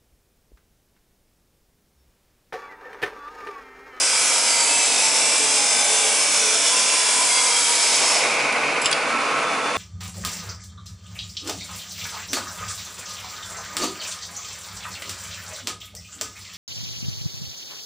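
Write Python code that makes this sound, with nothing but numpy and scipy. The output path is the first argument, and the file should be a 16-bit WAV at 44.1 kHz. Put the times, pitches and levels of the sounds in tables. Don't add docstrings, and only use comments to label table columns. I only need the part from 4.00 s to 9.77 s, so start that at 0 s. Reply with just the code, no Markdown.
import sys
import numpy as np
from scipy import signal
from scipy.fft import rfft, irfft
from scipy.io import wavfile
from scipy.ndimage import uniform_filter1d, map_coordinates

SR = 44100
rng = np.random.default_rng(int(sys.argv[2]) if len(sys.argv) > 2 else 0)


def transcribe(u):
    v = np.clip(np.atleast_2d(u).T, -1, 1)
    q = np.round(v * 32767).astype(np.int16)
    wavfile.write(sys.argv[1], SR, q)


N = 254456
TIME = np.arange(N) / SR
FREQ = np.fft.rfftfreq(N, 1 / SR)


def amp(db):
    return 10 ** (np.asarray(db) / 20)


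def unit_rms(x):
    return x / np.sqrt(np.mean(abs(x) ** 2) + 1e-20)


def spectrum(points):
    hz, value = np.transpose(points)
    return np.interp(np.log(FREQ + 1), np.log(hz + 1), value)


def filtered(x, gain):
    return irfft(rfft(x) * gain, N)


def noise():
    return rng.standard_normal((2, N))


def drift(rate_hz, size=2048):
    lowpass = np.exp(-(FREQ[:size // 2 + 1] / rate_hz) ** 2)
    slow = irfft(rfft(rng.standard_normal(size)) * lowpass)
    return unit_rms(np.interp(TIME, np.linspace(0, TIME[-1], size), slow))


def soft_ramp(x):
    return np.sin(np.pi / 2 * np.clip(x, 0, 1))


def tone(hz, waver, rate_hz):
    carrier = np.exp(2j * np.pi * (np.cumsum(hz * np.ones(N)) / SR + rng.random((2, 1))))
    wobble = 1 + waver * (drift(rate_hz) + 1j * drift(rate_hz))
    return unit_rms((carrier * wobble).real)


def resonate(x, hz, width_hz):
    carrier = np.exp(2j * np.pi * np.cumsum(hz) / SR)
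    pole = np.exp(-np.pi * width_hz / SR)
    baseband = signal.lfilter([(1 - pole) ** 2], [1, -2 * pole, pole * pole], x / carrier)
    return unit_rms((carrier * baseband).real)


def comb(depth_db, bins):
    ripple = uniform_filter1d(rng.standard_normal(len(FREQ)), bins)
    return amp(depth_db * unit_rms(uniform_filter1d(ripple, bins)))


# (frequency [Hz], relative density [dB])
ROAR_SPECTRUM = [(25, -33), (50, -31.5), (80, -29), (150, -17), (260, -9), (360, -9.5), (460, -3.5),
                 (620, -3.5), (1000, -2), (1400, -10), (1800, -9), (2500, -5.5), (3300, -17), (4200, -16),
                 (7000, -20), (11200, -27.5)]
# (centre [Hz], width [Hz], peak time [s], peak level [dB], rise [dB/s], fall [dB/s])
RUSH_BANDS = [(2290, 430, 4.21, -22.5, 19, 9), (780, 700, 4.05, -23, 54, 20),
              (1410, 380, 5.14, -29.5, 4, 6), (4000, 4300, 3.95, -18.5, 9, 34)]


def roar():
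    echoes = comb(depth_db=2.5, bins=70)
    sound = amp(-24.5) * unit_rms(filtered(noise(), amp(spectrum(ROAR_SPECTRUM)) * echoes))
    for hz, width_hz, peak_s, peak_db, rise, fall in RUSH_BANDS:
        detune = (FREQ - hz ** 2 / (FREQ + 1)) / (2 * width_hz)
        band = 1 / (1 + detune ** 2) ** 2
        level_db = peak_db - np.maximum(rise * (peak_s - TIME), fall * (TIME - peak_s))
        sound += amp(level_db) * unit_rms(filtered(noise(), band * echoes))
    return sound * amp(0.68 * drift(rate_hz=24))


# (frequency [Hz], level [dB])
HUM_LINES = [(100, -65), (148, -58), (161, -57), (200, -54), (236, -46.5), (281, -46), (602, -47)]


def hum():
    return sum(amp(db) * tone(hz, waver=0.78, rate_hz=8) for hz, db in HUM_LINES)


# (frequency [Hz], level [dB])
WHINE_LINES = [(501, -41.5), (665, -40.5), (1093, -34), (1222, -36), (1265, -41), (1324, -32.5),
               (2390, -55), (2487, -57)]


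def whine(start_s=4.9, rise_s=0.31):
    lines = sum(amp(db) * tone(hz, waver=0.96, rate_hz=15) for hz, db in WHINE_LINES)
    return lines * soft_ramp((TIME - start_s) / rise_s)


# (time [s], level [dB])
SQUEAK_LEVEL = [(4.9, -61), (5.08, -44), (5.58, -45), (5.63, -41.5), (5.77, -30)]


def squeak():
    return amp(np.interp(TIME, *np.transpose(SQUEAK_LEVEL))) * tone(hz=3500, waver=0.55, rate_hz=16)


def hall(x, t60_s, wet_db):
    tail = noise() * amp(-60 * TIME / t60_s)
    tail /= np.linalg.norm(tail[0])
    return x + amp(wet_db) * signal.fftconvolve(x[:1], tail[:, :SR], axes=1)[:, :N]


def chatter(t, depth=0.97):
    rattle = unit_rms(uniform_filter1d(rng.standard_normal(len(t)), 70))
    return (1 + depth * rattle) / np.hypot(1, depth)


PART_MODES = {"heavy": [(1240, -10, 0.056), (2850, -4.5, 0.088), (3080, -5, .045), (3580, -8.5, .07),
              (4107, -12, .08), (4930, -4, 0.065), (5230, -7, .039), (6650, -13, .04), (7230, -7, 0.051),
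              (7420, -1.5, .02), (7817, -5, .055), (10100, -11, 0.049)], "light": [(2820, -13, 0.06),
              (3340, -3, .039), (4070, -10, 0.039), (4650, -3, .045), (5100, -12, .035), (5650, -7, .02),
              (6900, -6, .022), (8570, -10, .028), (9400, -6.5, .028)]}
# (time [s], level [dB], contact [s], treble tilt [dB/octave], part)
KNOCKS = [(1.26, -15, .02, -4, "light"), (4.525, -20, .0014, 4, "light"),
          (4.815, -10.5, 0.034, 9.5, "heavy"), (4.844, -13.5, .008, 1, "heavy"),
          (4.857, -8, .002, -1, "heavy"), (4.863, -18, .003, -8.5, "heavy"),
          (4.913, -12.5, .003, 4.5, "light"), (4.927, -9.5, .0015, -4, "light"),
          (4.978, -29, .005, 7, "light")]


def clicks(crack_db=-7, crack_t60_s=0.03):
    out, t = np.zeros((2, N)), TIME[:SR // 3]
    octaves = np.log2(np.clip(FREQ, 2000, 11000) / 5000)
    highpass = signal.butter(2, 1500, "high", fs=SR, output="sos")
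    for time_s, db, contact_s, tilt_db, part in KNOCKS:
        ring = np.zeros((2, len(t)))
        for hz, mode_db, t60_s in PART_MODES[part]:
            envelope = amp(mode_db - 60 * t / t60_s) * chatter(t)
            ring += envelope * np.sin(2 * np.pi * (hz * t + rng.random((2, 1))))
        crack = signal.sosfilt(highpass, rng.standard_normal(ring.shape))
        crack *= amp(crack_db - 60 * t / crack_t60_s)
        attack = 1 - np.exp(-3 * t / contact_s)
        hit, start = np.zeros((2, N)), int(time_s * SR)
        hit[:, start:start + len(t)] = amp(db) * attack * (ring / np.sqrt(2) + crack)
        out += filtered(hit, amp(tilt_db * octaves))
    return hall(out, t60_s=0.37, wet_db=-7)


CUT_END_S = 4.0


def load(build_s=1.3, ease_s=0.6):
    return soft_ramp(np.minimum(TIME / build_s, (CUT_END_S - TIME) / ease_s))


def rim(free_hz=49.2, sag_hz=1.05, kept_per_turn=0.907, points=1024):
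    turns_hz = free_hz - sag_hz * load()
    position = points * np.cumsum(turns_hz) / SR
    fresh = rng.standard_normal((2, N // points * 2, points))
    worn = signal.lfilter([1], [1, -kept_per_turn], fresh, axis=1)
    tracks = worn[:, 20:].reshape(2, -1)
    grit = [map_coordinates(track, [position], order=3, mode="nearest") for track in tracks]
    return unit_rms(np.array(grit))


def patchy(x, depth_db):
    frames = signal.stft(x, nperseg=1024)[2]
    patches = rng.standard_normal(frames.shape[1:])
    for _ in range(2):
        patches = uniform_filter1d(patches, 24, axis=1)
        patches = uniform_filter1d(patches, 3, axis=0)
    return signal.istft(frames * amp(depth_db * unit_rms(patches)), nperseg=1024)[1][:, :N]


# (frequency [Hz], relative density [dB])
HISS_SPECTRUM = [(150, -50), (340, -23), (450, -11.5), (900, -10.5), (1600, -8.5), (1900, -13),
                 (2080, -3.5), (2350, -6), (2900, -8.5), (3400, -6), (4200, -10), (5100, -2.5),
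                 (6600, -5.5), (7600, -2), (9000, -6.5), (9650, -8), (10300, -6.5), (11200, -14.5)]


def hiss(drive, echoes):
    steady = filtered(drive, amp(spectrum(HISS_SPECTRUM)) * echoes)
    return unit_rms(patchy(steady, depth_db=1.8))


# (first [Hz], last [Hz], width [Hz], full-load level re hiss [dB], no-load loss [dB])
CUT_MODES = [(2324, 2300, 190, -19, 0), (3630, 3340, 180, -26.5, 20), (5105, 5130, 110, -23.5, 27),
             (6150, 5400, 460, -18, 2), (7700, 7600, 3400, -29, 7), (9070, 8850, 580, -17.5, 16)]


def rings(drive, wander=0.0061):
    out = np.zeros((2, N))
    slack, depth = 1 - load(), np.minimum(TIME / CUT_END_S, 1)
    for first_hz, last_hz, width_hz, db, loss_db in CUT_MODES:
        hz = (first_hz + (last_hz - first_hz) * depth) * (1 + wander * drift(rate_hz=2.1))
        out += amp(db - loss_db * slack) * resonate(drive, hz, width_hz)
    return out


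# (start [s], length [s], rise [s], pitch [Hz], glide [Hz/s], level re hiss [dB], purity [0-1])
SQUEAL_EVENTS = [(-.1, 0.34, .1, 4980, -100, -8.5, 0.34), (-.1, 0.48, .14, 5530, 4, -11, 0.2),
                 (-.1, .8, .1, 8340, -100, -15, 0.2), (0.115, 0.39, .08, 10450, -100, -13, 0.5),
                 (.1, 0.13, .03, 913, 0, -17, 1), (0.285, 0.77, 0.082, 940, -13.5, -14.5, 0.81),
                 (.35, 0.25, .05, 4940, 1, -14, 0.9), (.42, 0.38, .1, 4588, -36, -14, .8),
                 (.45, 1.2, .2, 7460, 132.5, -11.5, .5), (0.618, 0.33, 0.078, 2623, -15.5, -10, 0.8),
                 (.85, 0.36, 0.076, 2537, -70.5, -13.5, 0.8), (.74, 0.29, .05, 5600, -350, -18, 0.95),
                 (.95, 0.3, .03, 5450, -150, -11.5, .92), (1.2, .25, .04, 5440, -100, -12, .6),
                 (0.977, 0.67, 0.058, 894, -14.5, -16.5, 0.92), (1.35, 0.26, .07, 434, 0, -18, .9),
                 (1.866, 0.34, 0.042, 435.4, -0.5, -17.5, 0.85), (2.35, .28, 0.066, 432, 0, -20, 0.95),
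                 (1.25, 1.8, 0.83, 579, 1.5, -21, 1), (1.28, 0.38, .08, 7915, -1, -18, .75),
                 (1.42, 1.4, .1, 6170, 6, -13.5, 0.97), (1.483, 0.41, 0.091, 5115, -130, -14.5, 0.8),
                 (1.499, 0.91, .15, 825, -3.5, -19, 0.92), (1.723, 0.38, 0.084, 3590, -150, -15, 0.9),
                 (1.85, 0.35, .08, 7750, 0, -13, .1), (1.95, 0.44, .15, 5965, -2, -15.5, .85),
                 (2.175, 0.24, .06, 5140, -0.5, -12, 0.8), (2.327, .65, .08, 6000, 3, -13, 0.9),
                 (2.42, 1.1, 0.33, 3440, -4.5, -16, 0.92), (2.673, 0.52, 0.049, 1017, -8.5, -14.5, 0.7),
                 (2.65, 0.79, 0.093, 2690, 1, -18, 0.66), (3.082, 0.43, 0.18, 1019, -4, -10, 0.78),
                 (2.95, 1.47, 0.19, 983.4, -41.5, -15, 0.68), (3.05, 0.87, 0.44, 7930, 41.5, -10, 0.3),
                 (3.293, .29, .01, 2127, -2.5, -11, 0.9), (3.295, .17, .01, 3360, -150, -15, 0.7),
                 (3.448, 0.38, .08, 3250, -79, -13.5, 0.6), (3.274, 0.52, .04, 4830, -280, -14, .6),
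                 (3.453, 0.33, .25, 10230, -1, -10, .2), (3.76, 0.8, .1, 5280, 0, -10.5, 0),
                 (3.76, 0.51, .06, 4730, -150, -12.5, 0.14)]


def squeals(drive, max_width_hz=400, growth_db=0.5):
    out = np.zeros((2, N))
    for start_s, length_s, rise_s, first_hz, glide, db, purity in SQUEAL_EVENTS:
        roughness = np.clip(1 - purity, 0.02, 1)
        age = TIME - start_s
        on = (age > 0) & (age < length_s)
        hz = first_hz + glide * age
        ring = resonate(drive[:, on], hz[on], max_width_hz * roughness ** 1.5)
        core = tone(hz, waver=0.24, rate_hz=18)[:, on]
        voice = np.sqrt(roughness) * ring + np.sqrt(1 - roughness) * core
        progress = age[on] / length_s
        flare = np.minimum(age[on] / rise_s, 1) * np.sqrt(1 - progress ** 2)
        out[:, on] += amp(db + growth_db * progress) * flare * voice
    return out


# (frequency [Hz], power share [0-1])
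REPEAT_SHARE = [(400, 0.97), (1500, 0.73), (2300, 0.65), (3500, 0.72), (6000, 0.73), (8000, 0),
                (11000, 0.5)]


def grinder(lift_s=4.108, flutter_db=0.53, treble_hz=6500, body_db_per_s=44, treble_db_per_s=76):
    share = spectrum(REPEAT_SHARE)
    drive = filtered(rim(), np.sqrt(share)) + filtered(noise(), np.sqrt(1 - share))
    echoes = comb(depth_db=1.5, bins=330)
    sound = hiss(drive, echoes)
    sound += rings(filtered(0.5 * drive + noise(), echoes))
    sound += squeals(noise())
    sound *= amp(-14.5 + flutter_db * drift(rate_hz=12.3))
    body = filtered(sound, 1 / (1 + (FREQ / treble_hz) ** 4))
    treble = sound - body
    lifted_s = np.maximum(TIME - lift_s, 0)
    return body * amp(-body_db_per_s * lifted_s) + treble * amp(-treble_db_per_s * lifted_s)


# (time [s], gain [dB])
BACKGROUND_GAIN = [(0, -5.5), (1.2, -1), (3.6, -4), (4.3, 1), (5.7, -0.6)]
# (frequency [Hz], side re mid [dB])
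SIDE_GAIN = [(60, -15), (130, -25), (270, -24.5), (570, -18), (1100, -13), (2200, -12), (4500, -10.5),
             (11000, -10.5)]


def scene():
    grinding = grinder()
    background = roar() + hum() + whine() + squeak()
    background *= amp(np.interp(TIME, *np.transpose(BACKGROUND_GAIN)))
    mid, side = background + clicks() + grinding
    side = filtered(side, amp(spectrum(SIDE_GAIN)))
    return np.array([mid + side, mid - side]) * amp([[-0.28], [0.28]])


def record(dry, threshold_db=-22, reduction_db_per_db=0.52, cutoff_hz=11170):
    power = uniform_filter1d((dry ** 2).mean(0), 6000)
    over_db = np.maximum(10 * np.log10(abs(power) + 1e-12) - threshold_db, 0)
    held = dry * amp(-reduction_db_per_db * over_db)
    lowpass = signal.firwin(801, cutoff_hz, window=("kaiser", 9), fs=SR)
    return signal.oaconvolve(held, lowpass[None], "same")


dry = scene()
out = record(dry)
transcribe(out)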